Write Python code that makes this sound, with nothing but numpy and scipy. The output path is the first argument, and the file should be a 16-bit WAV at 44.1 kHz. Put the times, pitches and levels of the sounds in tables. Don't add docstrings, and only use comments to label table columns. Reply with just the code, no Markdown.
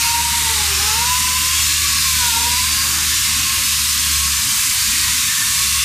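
import sys
import numpy as np
from scipy import signal
from scipy.fft import rfft, irfft, dct
from scipy.io import wavfile
from scipy.ndimage import uniform_filter1d

SR = 44100
rng = np.random.default_rng(int(sys.argv[2]) if len(sys.argv) > 2 else 0)


def unload_audio(sound):
    columns = np.transpose(np.atleast_2d(sound))
    steps = np.round(np.clip(columns, -1, 1) * 32767)
    wavfile.write(sys.argv[1], SR, steps.astype(np.int16))


def convert_level_to_amplitude(level_db):
    exponent = np.asarray(level_db, float) / 20
    return 10 ** exponent


N = 257544
TIME = np.arange(N) / SR


def curves(table):
    s, *columns = np.transpose(table)
    return [np.interp(TIME, s, c) for c in columns]


def unit(x):
    return x / np.sqrt(np.mean(x ** 2))


def swell(middle, length):
    return np.exp(-4 * ((TIME - middle) / length) ** 2)


def swells(table):
    return sum(db * swell(s, length) for s, length, db in table)


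def window(start, end, edge):
    return np.sin(np.pi / 2 * np.clip(np.minimum(TIME - start, end - TIME) / edge + .5, 0, 1))


def walk(rate):
    hold = max(int(SR / rate), 1)
    steps = np.repeat(rng.standard_normal(N // hold + 1), hold)[:N]
    return unit(uniform_filter1d(uniform_filter1d(steps, hold), hold))


def coloured(points, flicker_db, rate):
    hz = np.maximum(np.arange(N // 2 + 1) * SR / N, 1)
    corner_hz, corner_db = np.transpose(points)
    shape_db = np.interp(np.log(hz), np.log(corner_hz), corner_db, -120, -120)
    noise = rfft(rng.standard_normal(N)) * convert_level_to_amplitude(shape_db)
    place = 3 * np.log2(hz)
    out = np.zeros(N)
    for k in range(int(3 * np.log2(corner_hz[0])), int(3 * np.log2(corner_hz[-1])) + 2):
        third_octave = np.clip(1 - abs(place - k), 0, 1)
        out += convert_level_to_amplitude(flicker_db * walk(rate)) * irfft(noise * third_octave, N)
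    return unit(out)


def shifting_modes(x, depth_db):
    _, _, z = signal.stft(x, SR, nperseg=2048)
    field = uniform_filter1d(rng.standard_normal(z.shape), size=4, axis=0)
    field = uniform_filter1d(field, size=14, axis=1)
    return unit(signal.istft(z * convert_level_to_amplitude(depth_db * unit(field)), SR, nperseg=2048)[1][:N])


def rough_tone(hz, rough, rate):
    wobble = np.sqrt(1 - rough) + np.sqrt(rough / 2) * (walk(rate) + 1j * walk(rate))
    return np.sqrt(2) * np.real(wobble * np.exp(2j * np.pi * np.cumsum(hz) / SR))


# time in seconds, level in dB.
PRESSURE = [(0, 1), (.25, -1.5), (.8, 0.35), (1.1, -.5), (2.2, 0.84), (2.8, -1), (3.4, 0), (5.0, 0),
            (5.84, -0.35)]


def push_db():
    return curves(PRESSURE)[0]


# frequency in Hz, density in dB per Hz.
GRIND_COLOUR = [(1500, -16), (1700, -7.5), (2300, -2.5), (3100, -3.5), (3700, -1.5), (4600, -2), (5300, -2),
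                (6000, -8), (7000, -24.5)]


def grind(push):
    noise = coloured(GRIND_COLOUR, flicker_db=.5, rate=6)
    return convert_level_to_amplitude(-21 + push) * shifting_modes(noise, depth_db=2.14)


# frequency in Hz, density in dB per Hz.
HISS_COLOUR = [(4400, -21), (5200, -10.5), (6000, -1.5), (8170, -2), (9800, -4.5), (11100, -9.5),
               (13100, -8.5), (14200, -10.5), (14700, -12), (15150, -16)]


def exhaust_hiss(push):
    hiss_db = -20.5 + 0.22 * TIME + .8 * push
    noise = coloured(HISS_COLOUR, flicker_db=0.52, rate=6)
    return convert_level_to_amplitude(hiss_db) * shifting_modes(noise, depth_db=1.1)


# frequency in Hz, width in Hz, resting level in dB.
RINGS = [
    (2728, 170, -42.5),
    (7000, 240, -43),
    (1913, 50, -53.5),
    (1782, 62, -54),
    (3720, 250, -45),
    (4695, 400, -43.5),
]
# middle in seconds, length in seconds, rise in dB.
RING_SPELLS = [
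    [(.05, 0.37, 13), (1.4, 1.4, 10.5), (2.8, .4, 8), (3.6, .5, 8.5), (5.8, 0.38, 13)],
    [(.95, 0.87, 11), (1.7, .9, 12), (3.1, 0.57, 12), (5.0, .4, 10)],
    [(5.0, .4, 22)],
    [(3.1, 0.5, 17), (5.4, 0.64, 23.5)],
    [(.5, .5, 11), (2.4, 0.78, 11), (5.8, 0.34, 6.5)],
    [(0.091, .5, 10.5), (2.8, 0.6, 17), (3.5, .5, 4), (4.4, 0.83, 7)],
]


def bar_rings():
    out = np.zeros(N)
    for (hz, width, rest_db), spells in zip(RINGS, RING_SPELLS):
        b, a = signal.iirpeak(hz, hz / width, SR)
        ring = signal.lfilter(b, a, signal.lfilter(b, a, rng.standard_normal(N)))
        out += convert_level_to_amplitude(rest_db + swells(spells)) * unit(ring)
    return out


# middle in seconds, length in seconds, clatter rise in dB, rumble rise in dB.
KNOCKS = [
    (0.164, .05, -1, 2),
    (.8, 0.42, 4.5, 1),
    (2.894, 0.26, 3.5, 2),
    (3.006, 0.12, 3, 2),
    (3.386, .08, 2.5, 8.5),
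    (3.62, 0.054, -1, 6),
    (4.91, .06, -0.5, 4),
]


def knock_db():
    clatter_db = swells([(s, length, db) for s, length, db, _ in KNOCKS])
    rumble_db = swells([(s, length, db) for s, length, _, db in KNOCKS])
    return clatter_db, rumble_db


# frequency in Hz, density in dB per Hz.
CLATTER_COLOUR = [(740, -10.5), (850, -11.5), (950, -1), (1100, 2.5), (1350, -0.5), (1700, 1), (1900, -23)]


def chain_clatter(knocks):
    return convert_level_to_amplitude(-34.5 - 0.1 * TIME + knocks) * coloured(CLATTER_COLOUR, flicker_db=0.54, rate=10)


# frequency in Hz, density in dB per Hz.
RUMBLE_COLOUR = [(15, -34), (28, -11), (45, -3), (110, 2.5), (170, -6), (230, -4.5), (290, -8.5),
                 (345, -14)]


def shop_rumble(knocks):
    return convert_level_to_amplitude(-38.5 + knocks) * coloured(RUMBLE_COLOUR, flicker_db=1.0, rate=5.7)


def cutting():
    push = push_db()
    clatter_knocks, rumble_knocks = knock_db()
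    out = grind(push) + exhaust_hiss(push) + bar_rings()
    out += chain_clatter(clatter_knocks) + shop_rumble(rumble_knocks)
    return out * convert_level_to_amplitude(0.3 * walk(11))


# time in seconds, vane rate in Hz, air load in dB.
MOTOR = [(0, 465, -7), (.1, 467.3, 3), (.38, 471, -1.5), (.47, 457, -1.5), (.6, 427.6, -2),
         (.75, 386.7, -2), (.95, 450.6, 0), (1.1, 498, 0.5), (1.48, 512.4, -3.5), (1.77, 579, 0.5),
         (2.08, 532.7, -1.5), (2.35, 457.2, 0), (2.68, 515, -3), (2.82, 546, 0), (2.95, 543.6, -13.5),
         (3.5, 543.3, -12.5), (4.3, 552.6, -16.5), (5.84, 545, -13)]
# middle in seconds, length in seconds, rise in dB.
FREE_SPELLS = [
    (3.5, .35, 13),
    (4.25, .4, 11),
    (5.7, .35, 12),
]


def motor_whine():
    hz, load_db = curves(MOTOR)
    free = window(2.9, N / SR + 1, 0.27)
    hz = hz + free * 5 * walk(4)
    load_db = load_db + free * 2 * walk(7)
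    muffler_hz, muffler_width_hz = 972, 110
    muffler = 1 / np.sqrt(1 + (2 * (2 * hz - muffler_hz) / muffler_width_hz) ** 2)
    slide_hz_per_s = abs(uniform_filter1d(np.gradient(hz) * SR, size=4000))
    rough = np.clip(.2 + slide_hz_per_s / 380 + .05 * free, 0, .85)
    second = convert_level_to_amplitude(-25 + swells(FREE_SPELLS)) * muffler * rough_tone(2 * hz, rough, rate=75)
    third = convert_level_to_amplitude(-41 + 3.5 * walk(5)) * rough_tone(3 * hz, rough=0.46, rate=55)
    return convert_level_to_amplitude(load_db) * (second + third)


# start in seconds, end in seconds, level in dB.
FUNDAMENTAL = [
    (0.429, 1.07, -42.5),
    (2.36, 2.56, -43.5),
]


def vane_fundamental():
    gain = sum(convert_level_to_amplitude(db) * window(start, end, .04) for start, end, db in FUNDAMENTAL)
    return gain * rough_tone(curves(MOTOR)[0], rough=.7, rate=68)


# time in seconds, firing rate in Hz, level in dB.
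ENGINE = [(0, 66.4, -29), (.08, 73.2, -30.5), (.78, 74.6, -32.5), (2.9, 74.9, -33), (3.3, 74.95, -34.5),
          (3.61, 72, -36.5), (4.1, 72, -34), (4.33, 70.6, -33.5), (5.4, 71, -38), (5.64, 69.25, -33.5),
          (5.84, 69.2, -36.5)]
# multiple of the firing rate, level in dB.
ENGINE_PARTIALS = [
    (1, 1),
    (2, -11.5),
    (3, -15.5),
    (4, -24),
]
# middle in seconds, length in seconds, change in dB.
FALTERS = [
    (4.456, .12, -6.5),
    (4.677, .28, -17),
    (5.404, .22, -11.5),
]


def compressor_engine():
    hz, db = curves(ENGINE)
    drone = sum(convert_level_to_amplitude(d) * rough_tone(k * hz, rough=0.12 * k, rate=8) for k, d in ENGINE_PARTIALS)
    return convert_level_to_amplitude(db + swells(FALTERS)) * drone


def arch(hop):
    return np.sin(np.pi / 2 * np.sin(np.pi * (np.arange(2 * hop) + .5) / (2 * hop)) ** 2)


def unfold(lines, shape, lead):
    u, v = np.split(dct(lines, type=4, norm="ortho"), 2, axis=1)
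    frames = np.c_[v, -v[:, ::-1], -u[:, ::-1], -u] * shape
    first, second = np.split(frames, 2, axis=1)
    return (first[1:] + second[:-1]).ravel()[lead:][:N]


VANE_BLIPS = [.207, 1.322, 1.461, 2.251, 2.854, 3.597]
RUMBLE_BLIPS = [1.275, 1.833, 1.879, 2.297, 2.947, 3.133, 3.46, 3.55, 5.64]
CLATTER_BLIPS = [1.6, 2.39, 2.761, 2.854, 2.947, 2.994, 3.04, 3.412, 4.758]
OFFCUT_BLIPS = [
    2.901,
    2.901,
    3.04,
]


def blips():
    out = [(s, np.interp(s, *np.transpose(MOTOR)[:2])) for s in VANE_BLIPS]
    for times, hz in [(RUMBLE_BLIPS, 355), (CLATTER_BLIPS, 805), (OFFCUT_BLIPS, 398)]:
        out += [(s, hz * (1 + .03 * rng.standard_normal())) for s in times]
    return out


# time in seconds, change in dB.
STEP_TRIM = [(0, -.8), (1.1, -.8), (1.2, .1), (2.6, .1), (2.7, -.8), (3.3, -.8), (3.4, .1)]


def camcorder_steps(x):
    hop, lead, top_hz = 2048, 3149, 15140
    padded = np.r_[np.zeros(lead), x, np.zeros(3 * hop)]
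    frames = np.lib.stride_tricks.sliding_window_view(padded, 2 * hop)[::hop] * arch(hop)
    middle_s = ((np.arange(len(frames)) + 1) * hop - lead) / SR
    step = convert_level_to_amplitude(-14 + np.interp(middle_s, *np.transpose(STEP_TRIM)))[:, None]
    a, b, c, d = np.split(frames, 4, axis=1)
    folded = np.c_[-c[:, ::-1] - d, a - b[:, ::-1]]
    lines = np.round(dct(folded, type=4, norm="ortho") / step)
    lines[:, int(top_hz * 2 * hop / SR):] = 0
    for s, hz in blips():
        lines[np.argmin(abs(middle_s - s)), int(hz * 2 * hop / SR)] = 1
    return unfold(lines * step, arch(hop), lead - hop)


# time in seconds, middle in Hz, width in octaves.
STEREO_FLECKS = [(.052, 4650, .3), (.098, 7000, .25), (.123, 10300, .2), (.495, 12100, .25),
                 (.705, 12400, .16), (1.334, 11700, .17), (1.635, 5700, .3), (1.981, 4650, .3),
                 (2.422, 5600, .6), (2.726, 7600, .9), (3.258, 4700, .3), (3.259, 8700, .5),
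                 (3.653, 5700, .3), (3.91, 6800, .7), (4.003, 6100, .8), (4.139, 14000, .2),
                 (4.14, 8300, .26), (4.374, 6300, .26), (4.745, 12700, .24), (5.467, 11700, .17),
                 (5.577, 11000, .18), (5.581, 4900, .44)]


def stereo_flecks():
    hop, lead = 1024, 667
    lines = np.zeros((N // hop + 4, hop))
    hz = np.arange(hop) * SR / (2 * hop)
    for s, middle_hz, octaves in STEREO_FLECKS:
        band = abs(np.log2((hz + 1) / middle_hz)) < octaves / 2
        db = -23 + 10 * np.log10(octaves) - 5 * max(np.log2(middle_hz / 7500), 0)
        noise = np.sqrt(hop / band.sum()) * band * rng.standard_normal(hop)
        lines[round((s * SR + lead) / hop)] += convert_level_to_amplitude(db) * noise
    return unfold(lines, arch(hop), lead)


def scene():
    mono = camcorder_steps(cutting() + motor_whine() + vane_fundamental() + compressor_engine())
    side = stereo_flecks()
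    return np.array([mono + side, mono - side])


def low_pass(x):
    return signal.sosfilt(signal.butter(12, 15340, fs=SR, output="sos"), x)


def record(dry):
    return low_pass(dry)


dry = scene()
out = record(dry)
unload_audio(out)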